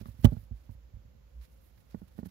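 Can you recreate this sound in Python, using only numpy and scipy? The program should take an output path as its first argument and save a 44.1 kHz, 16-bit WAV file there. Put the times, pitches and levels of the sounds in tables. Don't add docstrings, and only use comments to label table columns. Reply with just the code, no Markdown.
import sys
import numpy as np
from scipy import signal
from scipy.fft import rfft, irfft
from scipy.io import wavfile

SR = 44100
rng = np.random.default_rng(int(sys.argv[2]) if len(sys.argv) > 2 else 0)


def to_wav(s):
    ch = np.atleast_2d(s).T
    pcm = np.round(np.clip(ch, -1, 1) * 32767)
    wavfile.write(sys.argv[1], SR, pcm.astype(np.int16))


def voltage_ratio(decibels):
    exponent = np.asarray(decibels, float) / 20
    return 10 ** exponent


N = 101429

NEARER_PORT_DB = [[-9], [0]]


def rms_one(x):
    return x / np.sqrt(np.mean(x ** 2) + 1e-20)


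def coloured(x, points):
    hz = np.fft.rfftfreq(N, 1 / SR) + 1
    at, db = np.transpose(points)
    gain = voltage_ratio(np.interp(np.log(hz), np.log(at), db))
    return rms_one(irfft(rfft(x) * gain, N))


def drift(rate_hz):
    r = np.exp(-2 * np.pi * rate_hz / SR)
    noise = rng.standard_normal(N + SR)
    return rms_one(signal.lfilter([1], [1, -2 * r, r * r], noise)[SR:])


def resonate(x, hz, width):
    r = np.exp(-np.pi * width / SR)
    poles = [1, -2 * r * np.cos(2 * np.pi * hz / SR), r * r]
    return signal.lfilter(np.array([1, 0, -1]) * (1 - r * r) / 2, poles, x)


def ports(x, left_db):
    lag_s = 0.0005
    late = np.interp(np.arange(N) - lag_s * SR, np.arange(N), x)
    return np.array([voltage_ratio(left_db) * late, x])


# pitch in Hz, width in Hz, level in dB.
SWAY_TONES = [(53.6, 19.8, -55), (91.5, 17, -71.5), (115, 81, -75.5), (523, 98.6, -75.5)]
SWAY_LEFT_DB = -4


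def sway():
    out = 0
    for hz, width, db in SWAY_TONES:
        x = rng.standard_normal((2, N + SR // 2))
        for _ in range(2):
            x = resonate(x, hz, width)
        x = rms_one(x[:, SR // 2:]) * voltage_ratio(db)
        shared, own = x
        out = out + ports(shared, SWAY_LEFT_DB) + own * voltage_ratio(-18) * [[1], [-1]]
    return out


# pitch in Hz, level in dB per Hz.
HISS_COLOUR = [(15, -22.5), (30, -1.5), (150, 3.5), (400, -10.5), (1200, -17), (7500, -27.5), (8100, -47),
               (11500, -28), (15500, -29.5)]


def hiss():
    right_db, left_minus_right_db = -64, -6
    noise = coloured(rng.standard_normal((2, N)), HISS_COLOUR)
    return noise * voltage_ratio([[right_db + left_minus_right_db], [right_db]])


# start in seconds, length in seconds.
STROKE_TIMES = [(0, .024), (.054, .05), (.194, .05), (.305, .04), (.238, .008), (.704, .042), (1.408, .055),
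                (1.503, .05), (1.615, .09), (1.43, .035), (1.9, .05), (1.908, .006), (1.99, .01),
                (2.078, .012), (2.113, .012), (2.165, .045), (2.25, .021), (2.18, .005), (2.193, .006),
                (1.805, .008), (1.775, .012), (2.285, .015), (0, .46), (1.33, 1), (.55, .14)]
# level in dB, dull part against the bright part in dB.
STROKE_LEVELS = [(-62, 0), (-64, -3), (-61, -5.5), (-68.5, -3.5), (-57.5, 10), (-68, -5.5), (-65, -3.5),
                 (-69, -13.5), (-73.5, -13), (-75, 4.5), (-73, 2.5), (-65.5, -1), (-72, 0), (-65.5, -4.5),
                 (-68.5, -2.5), (-69, -1), (-58.5, -6.5), (-69, -5), (-63, -9), (-65.5, -5.5), (-72.5, -1),
                 (-67, -4), (-70.5, -3.5), (-75, -6.5), (-74.5, -3)]
# pitch in Hz, level in dB per Hz.
BRIGHT_PAPER = [(6000, -20.5), (8200, -12.5), (9500, -8), (11600, -3), (13000, -5), (15500, -4.5)]
# pitch in Hz, level in dB per Hz.
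DULL_PAPER = [(400, -6), (900, 3), (1800, 2.5), (3000, 0), (5000, 0), (7500, -10.5), (9500, -37)]


def flicker():
    return voltage_ratio(2 * drift(40))


def paper():
    t = np.arange(N) / SR
    bright_power, dull_power = 0, 0
    for (s, length), (db, dull_db) in zip(STROKE_TIMES, STROKE_LEVELS):
        edge = 0.0042 + 0.1 * length
        rise_or_fall = np.minimum(t - s + edge, s + length + edge - t) / (2 * edge)
        stroke = np.clip(rise_or_fall, 0, 1) ** 2
        bright_power = bright_power + stroke * voltage_ratio(2 * db)
        dull_power = dull_power + stroke * voltage_ratio(2 * (db + dull_db))

    grains_per_s, alike = 12000, 0.12
    hits = rng.random((3, N)) < grains_per_s / SR
    grains = hits * rng.standard_normal((3, N)) * voltage_ratio(1.2 * drift(50))
    grains = np.sqrt(alike) * ports(grains[0], 0) + np.sqrt(1 - alike) * grains[1:]

    bright = coloured(grains, BRIGHT_PAPER)
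    split = signal.butter(2, 10500, fs=SR, output="sos")
    lower = signal.sosfiltfilt(split, bright)
    bright = lower * flicker() + (bright - lower) * flicker()
    dull = coloured(grains, DULL_PAPER) * flicker()
    return (np.sqrt(bright_power) * bright + np.sqrt(dull_power) * dull) * voltage_ratio(NEARER_PORT_DB)


def knocks(rows, body, recoil_ms, recoil_share):
    pivot_hz = 225
    out, pulses = np.zeros((2, N)), []
    for s, db, ms, weight_db, way in rows:
        start = int((s - recoil_ms / 1000) * SR)
        since_ms = (np.arange(start, start + SR // 40) / SR - s) * 1000
        age = np.maximum(since_ms + [[0], [recoil_ms]], 0) / ms
        main, recoil = age * np.exp(-age) * 1000 / (ms * SR)
        pulses.append((start, way * (main - recoil_share * recoil)))
    for hz, mode_db, t60, left_db in body:
        octaves_down = max(np.log2(pivot_hz / hz), 0)
        force = np.full(N + SR, 1e-18)
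        for (start, pulse), (s, db, ms, weight_db, way) in zip(pulses, rows):
            force[start:start + len(pulse)] += pulse * voltage_ratio(db + mode_db + weight_db * octaves_down)
        r = voltage_ratio(-60 / (t60 * SR))
        w = 2 * np.pi * hz / SR
        ring = signal.lfilter([0, np.sin(w)], [1, -2 * r * np.cos(w), r * r], force[:N])
        out += ports(ring, left_db)
    return out


# pitch in Hz, level in dB, time to fade by 60 dB in seconds, left minus right in dB.
SHELL_MODES = [(56.2, -10, 0.15, -6.5), (105.7, -1.5, 0.084, -12), (150, -6.5, 0.07, -16.5),
               (227.6, 0, 0.059, -14), (290, -20, 0.037, -13.5), (384, -8, 0.034, -19.5),
               (468, -11, 0.034, -7), (562.4, -11.5, 0.071, -10), (624, -10, 0.044, -8),
               (758, -16.5, 0.037, -10.5), (848, -9.5, 0.063, -9.5), (1160, -18, 0.041, -8),
               (1410, -17.5, 0.07, -5.5)]
# start in seconds, level in dB, contact in ms, low weight in dB per octave down, direction and size of push.
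SHELL_TAPS = [(.012, -32, 0.34, -8, 0.84), (.058, -34.5, 0.29, -26, 0.72), (.0855, -34.5, 0.79, 6, -1),
              (.143, -47, 0.44, 7, 0.76), (.2468, -3, 0.34, 4.5, 0.88), (.2495, -17, 0.55, -2, -0.31),
              (.2540, -10, 0.6, -2, 0.096), (.3212, -18.5, 0.48, -17, 0.61), (.3275, -9.5, 1.18, -14, 0.77),
              (.350, -37, 0.28, 3, 0.39), (.368, -41, 0.19, 12, -0.81), (.511, -37.5, 0.88, 10, -1.26),
              (.693, -36.5, 0.82, 6.5, -1.25), (.714, -34, 1.23, 4, -0.42), (.750, -45, 1, 9, 0.8),
              (1.051, -45.5, 0.95, 9.5, 0.74), (.2715, -21, 0.73, -2, 0.86), (.4, -42, 1.05, 6.5, 0.69),
              (.43, -43.5, 1.4, 7.5, 1), (.595, -46, 0.75, 8, 0.23)]
# start in seconds, level in dB, contact in ms, low weight in dB per octave down, direction and size of push.
SHELL_PUSHES = [(0.022, -31, 0.68, -1.5, 0.77), (.031, -46, 1.4, 12, -0.54), (0.064, -33, 2.2, -2, -1.2),
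                (0.191, -32.5, 1.25, 6, 0.88), (0.234, -29, 1.57, 13.5, 0.62),
                (0.371, -7, 2.26, -11.5, 0.35), (.518, -29, 1.3, 4, 0.98), (0.659, -37, 3.8, 6.5, 1),
                (0.852, -43.5, 2.7, 5, 0.66), (0.937, -32.5, 2.9, 10.5, 0.99), (0.969, -38, 1.64, 8, 0.91),
                (1.077, -46, 3.7, 8, 1), (1.152, -39, 1.85, 1.5, 0.9), (1.968, -34, 1.9, 3, 1),
                (.003, -36.5, 3, 13, -0.69), (2.151, -41.5, 2, 5, 0.95), (2.255, -45, 3, 8, 0.48)]


def shell():
    return knocks(SHELL_TAPS + SHELL_PUSHES, SHELL_MODES, recoil_ms=2.007, recoil_share=0.26)


# start in seconds, level in dB, centre in Hz,
# left minus right in dB.
TICKS = [(0.0564, -44, 1150, 7), (.0575, -50, 3600, 1), (0.083, -47, 930, 3), (0.319, -52, 3360, -17),
         (.330, -54, 4600, 3), (0.3667, -45, 810, -15), (0.367, -51, 1370, -7), (.692, -48, 920, -15),
         (2.116, -60, 1700, -10), (2.253, -58, 1400, 2), (0.2451, -30.5, 1160, -8.5),
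         (0.251, -29, 1160, -6.5), (.512, -50, 690, -6), (1.9465, -53, 1780, -8.5),
         (2.190, -52, 1810, -12)]


def ticks():
    out = np.zeros((2, N))
    for s, db, hz, left_db in TICKS:
        click = np.full(N, 1e-18)
        click[int(s * SR)] = -voltage_ratio(db + 4.5) * SR / (hz * 2)
        for centre, part_db in (hz, 0), (hz * 1.5, -15):
            width = centre * 0.22 * 1.2
            ring = resonate(resonate(click, centre, width), centre, width)
            out += ports(voltage_ratio(part_db) * ring, left_db)
    return out


# start in seconds, level in dB.
SNAPS = [
    (0.2453, -26),
    (0.2482, -31.5),
    (0.2514, -26),
    (0.252, -31.5),
    (0.2563, -35.5),
]
# pitch in Hz, level in dB per Hz.
SNAP_COLOUR = [(530, -41), (900, -1), (2690, -20.5), (3000, 1.5), (4660, -36.5), (6350, -16.5), (7410, -18),
               (13400, -17.5), (15500, -13.5)]
# pitch in Hz, width in Hz, level in dB.
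PLASTIC_RINGS = [(620, 90, 1.5), (860, 320, -3), (1180, 84, -3), (1536, 90, -17.5), (2270, 210, -16),
                 (3036, 210, -11), (4690, 310, -11.5), (5700, 490, -23)]
# pitch in Hz, level in dB per Hz.
TAIL_COLOUR = [(500, 23), (1100, 12), (1800, 3.5), (3000, 1), (5000, -7), (7500, -8.5), (9500, -17),
               (13000, -13.5)]


def crack():
    snap_t60_s, tail_t60_s, tail_db = 0.012, 0.14, -20
    t = np.arange(N) / SR
    snap, tail = 1e-18, 0
    for s, db in SNAPS:
        age = np.maximum(t - s, 0)
        snap = snap + (t >= s) * voltage_ratio(db - 60 * age / snap_t60_s)
        tail = tail + (t >= s) * voltage_ratio(db + tail_db - 60 * age / tail_t60_s)
    burst = snap * rng.standard_normal(N)
    rings = np.zeros(N)
    for k, (hz, width, db) in enumerate(PLASTIC_RINGS):
        rings += voltage_ratio(db) * resonate(burst, hz, width) * (-1) ** k
    rings *= voltage_ratio(2) * np.std(burst) / np.std(rings)
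    broad = snap * coloured(rng.standard_normal(N), [(300, -20.0)] + list(SNAP_COLOUR))
    dying = tail * coloured(rng.standard_normal((2, N)), TAIL_COLOUR) * voltage_ratio([[-6], [0]])
    return ports(broad + rings, -9) + dying


# centre in seconds, half length in seconds, level in dB.
FUR_STROKES = [
    (0.406, 0.045, -69),
    (1.527, 0.02, -74),
    (1.667, 0.054, -69),
    (1.79, 0.035, -72),
]
# pitch in Hz, level in dB per Hz.
FUR_COLOUR = [(8000, -24), (11000, -7), (12000, -1.5), (13500, -10), (15500, -10.5)]


def fur():
    t = np.arange(N) / SR
    swell = np.zeros(N)
    for s, half, db in FUR_STROKES:
        swell += voltage_ratio(db) * np.cos(np.pi / 2 * np.clip((t - s) / half, -1, 1))
    return swell * coloured(rng.standard_normal((2, N)), FUR_COLOUR) * voltage_ratio(NEARER_PORT_DB)


def swing():
    start_s, length_s, hz, db = 1.302, 0.15, 59.4, -37
    age = np.arange(N) / SR - start_s
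    swell = np.sin(np.pi * np.clip(age / length_s, 0, 1)) ** 1.7
    return ports(voltage_ratio(db) * swell * np.sin(2 * np.pi * hz * age + 2.3), SWAY_LEFT_DB)


# pitch in Hz, level in dB, time to fade by 60 dB in seconds, left minus right in dB.
WALL_MODES = [(97.4, -19, 0.11, -11.5), (188.5, -9, 0.084, -14.5), (232, -1.5, 0.052, -13),
              (312, -9.5, 0.034, -10), (440, -3.5, 0.0222, -16), (557, -10, 0.025, -13.5),
              (650, -16.5, 0.03, -3.5), (820, -11, 0.022, -13.5), (940, -12, .02, -9),
              (1097, -16, 0.031, -11), (1444, -13, 0.037, -5), (1800, -10, 0.013, -12)]
# start in seconds, level in dB, contact in ms, low weight in dB per octave down, direction and size of push.
PAW_TAPS = [
    (1.9460, -23, 0.24, -9, 0.65),
    (1.9535, -32.5, 0.34, -3, -0.44),
    (2.0180, -35.5, 0.24, -9, 0.79),
    (2.0275, -30, 0.81, 6.5, 0.64),
    (2.1815, -40, 0.16, 3, -0.66),
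    (2.1893, -25.5, 0.24, -3, 0.76),
    (2.1985, -35, 0.23, 0, 0.54),
    (2.2312, -29, 0.27, 3, 0.86),
    (2.2588, -31.5, 0.28, -3, 0.7),
    (2.2685, -26.5, 1, 0.5, 0.85),
]


def wall():
    return knocks(PAW_TAPS, WALL_MODES, recoil_ms=1.94, recoil_share=0.33)


def squeak():
    start_s, length_s, hz, width_hz, db = 2.253, 0.021, 11470, 200, -62.5
    age = np.arange(N) / SR - start_s
    swell = np.sin(np.pi * np.clip(age / length_s, 0, 1)) ** 0.6
    tone = resonate(resonate(rng.standard_normal(N), hz, width_hz), hz, width_hz)
    return ports(voltage_ratio(db) * swell * rms_one(tone), -9)


def scene():
    return sway() + paper() + shell() + ticks() + crack() + fur() + swing() + wall() + squeak()


def band_limit(x):
    return signal.sosfilt(signal.butter(12, 16620, fs=SR, output="sos"), x)


def record(dry):
    bass_cut = signal.butter(4, 53.3, "high", fs=SR, output="sos")
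    top_cut = signal.cheby2(14, 50, 16200, fs=SR, output="sos")
    x = signal.sosfilt(bass_cut, dry) + hiss()
    x = signal.sosfilt(top_cut, x)
    return band_limit(np.clip(x, -1, 1))


dry = scene()
out = record(dry)
to_wav(out)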